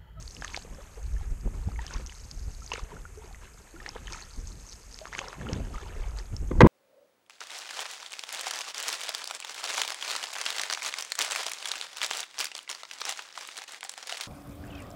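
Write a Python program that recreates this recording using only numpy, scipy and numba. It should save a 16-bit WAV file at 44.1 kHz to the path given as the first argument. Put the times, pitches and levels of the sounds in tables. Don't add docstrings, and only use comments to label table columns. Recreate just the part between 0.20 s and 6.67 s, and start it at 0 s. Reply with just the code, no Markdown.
import sys
import numpy as np
from scipy import signal
from scipy.fft import rfft, irfft
from scipy.io import wavfile
from scipy.ndimage import uniform_filter1d
from numba import njit

SR = 44100
rng = np.random.default_rng(int(sys.argv[2]) if len(sys.argv) > 2 else 0)


def master_out(mix):
    frames = np.transpose(np.atleast_2d(mix))
    ceiling = np.clip(frames, -1, 1)
    pcm = np.round(ceiling * 32767).astype(np.int16)
    wavfile.write(sys.argv[1], SR, pcm)


def gain_from_decibels(decibels):
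    exponent = np.asarray(decibels, float) / 20
    return 10 ** exponent


N = 285439


def level(x, db):
    return x * gain_from_decibels(db) / np.sqrt(np.mean(x ** 2))


def curve(table):
    s, *columns = np.transpose(table)
    t = np.arange(N) / SR
    return [np.interp(t, s, column) for column in columns]


def butter(x, hz, kind, order=2):
    return signal.sosfilt(signal.butter(order, hz, kind, fs=SR, output="sos"), x)


def walk(rate):
    hold = int(SR / rate)
    steps = np.repeat(rng.standard_normal(N // hold + 1), hold)
    smooth = uniform_filter1d(uniform_filter1d(steps, hold), hold)
    return smooth[:N] * 4 / 3


def swells(s, db, fade_s):
    rise_share = 0.55
    coarse = np.arange(0, N, 64)
    t = coarse / SR - np.c_[s]
    drop_db = 20 * np.where(t > 0, t, -t / rise_share) / np.c_[fade_s]
    power = (gain_from_decibels(np.c_[db] - drop_db) ** 2).sum(0)
    return np.interp(np.arange(N), coarse, np.sqrt(power))


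@njit
def ring(start, gain, hz, t60, rise, phase, swell, n, sr):
    y = np.zeros(n)
    for e in range(len(start)):
        for i in range(min(int(t60[e] * sr), n - start[e])):
            t = i / sr
            turns = hz[e] * (t + rise[e] * t * t / 2 / t60[e]) + phase[e]
            shape = 1000 ** (-t / t60[e]) * (1 - np.exp(-t * hz[e] / swell))
            y[start[e] + i] += gain[e] * shape * np.sin(2 * np.pi * turns)
    return y


@njit
def lowpass(x, hz, sr):
    y, a, b = np.empty(len(x)), 0., 0.
    for i in range(len(x)):
        g = 1 - np.exp(-2 * np.pi * hz[i] / sr)
        a += g * (x[i] - a)
        b += g * (a - b)
        y[i] = b
    return y


def hiss():
    # f/Hz, relative density level/dB
    spectrum = [(120, 3), (350, -13), (1300, 0.5), (2600, -2.5), (4200, -25), (5600, -10), (7600, -1.5),
                (10300, -10.5), (12500, -10), (14400, -28.5)]
    hz, db = np.transpose(spectrum)
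    f = np.arange(N // 2 + 1) * SR / N + 1
    shape = gain_from_decibels(np.interp(np.log(f), np.log(hz), db))
    noise = irfft(rfft(rng.standard_normal(N)) * shape, N)
    return level(noise, -60.5)


def wind():
    # t/s, level/dB
    rumble_levels = [(0.0, -37), (0.1, -47), (0.72, -46.5), (0.93, -33), (1.06, -36), (1.54, -31.5),
                     (1.66, -42), (1.95, -44), (2.2, -36), (2.45, -44), (2.72, -46), (2.95, -42),
                     (3.52, -54), (3.8, -43.5), (4.03, -48), (4.2, -39), (4.5, -49), (5.12, -54),
                     (5.36, -39.5), (5.64, -42), (5.86, -33), (6.05, -44), (6.33, -25)]
    # t/s of the peak, level/dB, time to fade by 20 dB/s
    gusts = [(0.13, -54, .4), (0.47, -53, .3), (1.3, -48, .4), (1.5, -42, .2), (1.76, -47, .2),
             (2.18, -54, .5), (2.74, -49, .25), (3.77, -52, .35), (5.21, -44, .2), (5.34, -34, .24),
             (6.14, -47, .15), (6.33, -35, .1), (6.38, -33, .1)]
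    # t/s of the peak, level/dB, f/Hz
    pops = [(0.515, -32, 38.5), (0.946, -22.5, 47), (1.121, -26.0, 32), (1.263, -19.5, 44),
            (1.478, -18, 82), (1.763, -23.5, 40.8), (2.282, -25, 54.6), (2.634, -26, 42.2),
            (4.188, -26, 32.8), (5.33, -21.5, 141), (5.405, -24.5, 68), (5.563, -24.5, 36.6),
            (5.809, -26.0, 32), (6.139, -22, 85), (6.229, -18.5, 45.7)]
    breeze_db = -59

    rumble_db, = curve(rumble_levels)
    eddies = walk(19)
    rumble = butter(butter(rng.standard_normal(N), 48.9, "low", order=3), 36, "high")
    rumble = level(rumble * gain_from_decibels(2.05 * eddies), 0)
    buffet = butter(butter(rng.standard_normal(N), 168, "low"), 78, "high")
    buffet = level(buffet * gain_from_decibels(1.8 * eddies + 3.2 * walk(25)), 0)
    gust_gain = np.hypot(swells(*np.transpose(gusts)), gain_from_decibels(breeze_db))
    air = gain_from_decibels(rumble_db) * rumble + gust_gain * buffet

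    for (s, db, hz), side in zip(pops, rng.choice([-1, 1], len(pops))):
        turns = (np.arange(N) / SR - s) * hz
        push = side * np.cos(2 * np.pi * turns) + gain_from_decibels(-20.5) * buffet
        air += gain_from_decibels(db) * push * np.exp(-np.abs(turns) / 0.47)
    return air


def hull(x):
    # f/Hz, width/Hz, level/dB
    modes = [(131, 75, 3.5), (235, 73, -4), (338, 130, -3), (480, 31, -3.5), (870, 60, -6), (965, 180, -4),
             (1525, 140, -7), (1960, 130, -4.5), (2800, 290, -20)]
    return sum(gain_from_decibels(db) * signal.lfilter(*signal.iirpeak(hz, hz / width, fs=SR), x)
               for hz, width, db in modes)


def handling():
    # t/s, level/dB, upper corner of its noise f/Hz
    scrape_course = [(6.3, -60, 402), (6.312, -26, 593), (6.35, -42, 347), (6.378, -30.5, 450),
                     (6.404, -61, 400), (6.4065, -7, 2620), (6.419, -9, 1800), (6.428, -9.5, 403),
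                     (6.45, -9.5, 300), (6.47, -6, 500)]
    # t/s, peak level/dB of each alone
    knocks = [(6.4065, -13), (6.414, -4.5), (6.443, -15), (6.462, -14)]

    db, hz = curve(scrape_course)
    grit = rng.standard_normal(N) * gain_from_decibels(5.2 * walk(250))
    grit = lowpass(grit, hz, float(SR)) - lowpass(grit, hz / 4, float(SR))
    grit = grit * np.sqrt(1000 / hz)
    begun = np.arange(N) > scrape_course[0][0] * SR
    scrape = level(hull(grit), 0) * gain_from_decibels(db) * begun

    blows = np.zeros(N)
    for s, peak_db in knocks:
        blows[int(s * SR)] = gain_from_decibels(peak_db)
    tap = hull(butter(np.eye(1, 4000)[0], 1100, "low"))
    return scrape + signal.fftconvolve(blows, tap / np.abs(tap).max())[:N]


def swarm(count, low_hz, high_hz, cycles, scatter_db, rise, swell, wash_db):
    when, pitch, length, chance, climb, phase = rng.random((count, 6)).T
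    hz = low_hz * (high_hz / low_hz) ** pitch
    t60 = cycles * (0.57 + 0.83 * length) / hz
    gain = gain_from_decibels(-scatter_db * np.log(1 - .985 * chance))
    start = (when * N).astype(np.int64)
    grains = ring(start, gain, hz, t60, rise * climb, phase, swell, N, float(SR))
    wash = butter(rng.standard_normal(N), [low_hz, high_hz], "band")
    return level(level(grains, 0) + level(wash, wash_db), 0)


def water():
    # t/s of the peak, level/dB, time to fade by 20 dB/s, bubble size (0 fine - 1 coarse)
    stirs = [(0.25, -42.5, .1, .35), (0.3, -49, .12, .45), (0.36, -43, .09, .4), (0.47, -51, .2, .8),
             (0.59, -52, .3, .8), (0.78, -52, .09, 1), (1.03, -54, .15, .7), (1.35, -51, .16, .9),
             (1.62, -49, .15, .4), (1.73, -45.5, .28, .36), (2.54, -40, .09, .5), (2.71, -49, .2, .95),
             (3.04, -54, .3, .8), (3.25, -53, .15, .5), (3.54, -56, .3, .8), (3.67, -46, .17, .55),
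             (3.77, -48, .12, .7), (3.92, -41.5, .22, .27), (4.83, -48, .15, .7), (4.94, -41, .2, .35),
             (5.03, -43, .35, .75), (5.31, -41, .26, .8), (5.56, -46, .14, .6), (5.68, -46, .5, .85),
             (5.86, -48, .4, .75), (5.99, -52, .1, .2), (6.13, -56, .08, .7)]
    size_losses = (21, 21, 21)
    lap_levels = (-64, -66, -64.5)
    # start t/s, end t/s
    dripping = [(-0.3, 0.45), (1.85, 2.62), (4.05, 4.92)]
    drip_db, drip_edge_s = -55.5, 0.05

    s, db, fade_s, size = np.transpose(stirs)
    gains = []
    for own, loss_db, lap_db in zip((1, .5, 0), size_losses, lap_levels):
        stirred = swells(s, db - loss_db * np.abs(size - own), fade_s)
        gains.append(np.hypot(stirred, gain_from_decibels(lap_db)))
    large, middling, tiny = gains

    t = np.arange(N) / SR
    lifted = sum(np.clip(np.minimum(t - a, b - t) / drip_edge_s, 0, 1) for a, b in dripping)
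    tiny = np.hypot(tiny, gain_from_decibels(drip_db) * lifted)

    bunching = walk(30)
    gurgle = swarm(count=800, low_hz=330, high_hz=1013, cycles=26, scatter_db=2.5,
                   rise=0.77, swell=0.39, wash_db=-3.5)
    babble = swarm(count=2000, low_hz=900, high_hz=3740, cycles=28, scatter_db=2.0,
                   rise=0.82, swell=0.23, wash_db=-7.0)
    spray = swarm(count=2200, low_hz=4100, high_hz=8700, cycles=23, scatter_db=4.5,
                  rise=.3, swell=1.0, wash_db=-4)
    gurgle = gurgle * large * gain_from_decibels(1.1 * bunching)
    babble = babble * middling * gain_from_decibels(1.8 * bunching)
    spray = spray * tiny * gain_from_decibels(1.6 * bunching)
    return gurgle + babble + spray


def bubbles():
    # t/s, level/dB before the swell, starting f/Hz, ring t60/ms
    singles = [(0.0259, -28.5, 5400, 2.7), (0.0781, -29, 4400, 7.7), (0.167, -33, 2800, 9.8),
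               (0.2218, -30, 690, 13), (0.2224, -23, 1550, 10), (0.2454, -25, 1750, 12),
               (0.2468, -32, 1200, 25), (0.2467, -20, 6100, 2), (0.2796, -21, 3250, 2.4),
               (0.3451, -19.2, 2200, 7.6), (0.3647, -15.5, 4200, 2.6), (0.3743, -24.5, 720, 16),
               (0.3741, -18.5, 4700, 1), (0.423, -31, 4400, 3), (0.449, -36.5, 465, 28),
               (0.965, -42, 1700, 25), (1.01, -42, 800, 40), (1.2756, -24, 533, 6.9),
               (1.4871, -35.5, 770, 22), (1.517, -39, 1220, 18), (1.56, -38, 2120, 18),
               (1.5916, -30.5, 1850, 23), (1.646, -42, 730, 32), (1.666, -23, 5200, 3.4),
               (1.679, -32.5, 3020, 10), (1.7091, -30.5, 1480, 10.9), (1.7398, -23.5, 4800, 2.6),
               (1.797, -40, 500, 30), (1.863, -26.5, 5600, 3.5), (1.8713, -27.1, 5700, 2.9),
               (1.896, -32.5, 2830, 9.2), (1.923, -33.5, 1930, 6.5), (2.1129, -23.5, 5100, 3.9),
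               (2.42, -43, 1290, 40), (2.518, -22, 2720, 21), (2.5349, -18, 5800, 1.9),
               (2.5357, -30.5, 450, 38), (2.537, -20.5, 2700, 6.8), (2.5396, -22, 4400, 2.4),
               (2.554, -28, 2200, 12), (2.5586, -24, 1360, 6.2), (2.5804, -30.5, 505, 14),
               (2.5946, -32, 1100, 23), (2.5926, -26, 5300, 1.5), (2.7664, -36.8, 1410, 26),
               (2.8528, -35, 1390, 35), (2.974, -40, 420, 140), (3.045, -45, 345, 90), (3.11, -43, 750, 40),
               (3.1462, -36.5, 1930, 15.5), (3.563, -41.5, 1385, 39), (3.6018, -35, 1770, 24),
               (3.6624, -21, 1810, 8.3), (3.68, -34, 790, 17), (3.6906, -22.5, 5230, 7.5),
               (3.757, -31, 475, 30), (3.7626, -20, 870, 3.8), (3.872, -30, 3000, 12),
               (3.8801, -28.5, 1770, 10), (3.9239, -17, 5000, 1.2), (3.9327, -24, 5350, 5.2),
               (4.529, -26, 4500, 2.1), (4.7891, -18, 4030, 1), (4.8146, -36.5, 620, 120),
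               (4.855, -19, 1350, 3.4), (4.87, -33, 1090, 19), (4.9284, -24.9, 1450, 10),
               (4.9353, -28, 1940, 15.5), (4.9507, -18.5, 2020, 5.8), (4.9823, -27.6, 1550, 24),
               (4.984, -24, 6300, 2.8), (4.9905, -10, 2470, 2.6), (4.9924, -19.5, 6100, 2),
               (5.0106, -38, 550, 90), (5.0156, -29, 1070, 30), (5.084, -28, 5300, 7.7),
               (5.1296, -22.5, 1340, 4.6), (5.2132, -31, 1650, 13), (5.268, -28.5, 1320, 15),
               (5.2887, -28, 2880, 10.2), (5.295, -30.5, 490, 69), (5.332, -22, 1890, 2),
               (5.3322, -18, 5200, 2.7), (5.5422, -35, 1185, 69), (5.5798, -34, 1305, 22),
               (5.9871, -26, 4570, 4.7), (6.1655, -27, 5270, 9.9)]
    chirps = [(0.584, -43, 520, 120), (0.772, -41.5, 410, 90), (1.5895, -35.5, 860, 74),
              (2.5175, -24, 930, 33), (3.54, -41.5, 310, 154), (5.042, -33, 920, 19)]
    s, db, hz, ms = np.transpose(np.concatenate([singles, chirps]))
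    rise = np.repeat([0.18, 0.7], [len(singles), len(chirps)])
    start = (s * SR).astype(np.int64)
    return ring(start, gain_from_decibels(db), hz, ms / 1000, rise, rng.random(len(s)), 0.16, N, float(SR))


def scene():
    wet = butter(bubbles() + water(), 7500, "low")
    lag = int(0.00231 * SR)
    wet[lag:] += gain_from_decibels(-16.5) * wet[:-lag]
    return (wet + wind() + handling() + hiss())[None]


def roll_off(x):
    return signal.sosfilt(signal.butter(12, 14440, fs=SR, output="sos"), x)


def record(dry):
    # f/Hz, width/Hz, level/dB
    port = (6440, 253, 5.4)
    hz, width, db = port
    heard = dry + gain_from_decibels(db) * signal.lfilter(*signal.iirpeak(hz, hz / width, fs=SR), dry)
    return roll_off(np.tanh(heard))


dry = scene()
out = record(dry)
master_out(out)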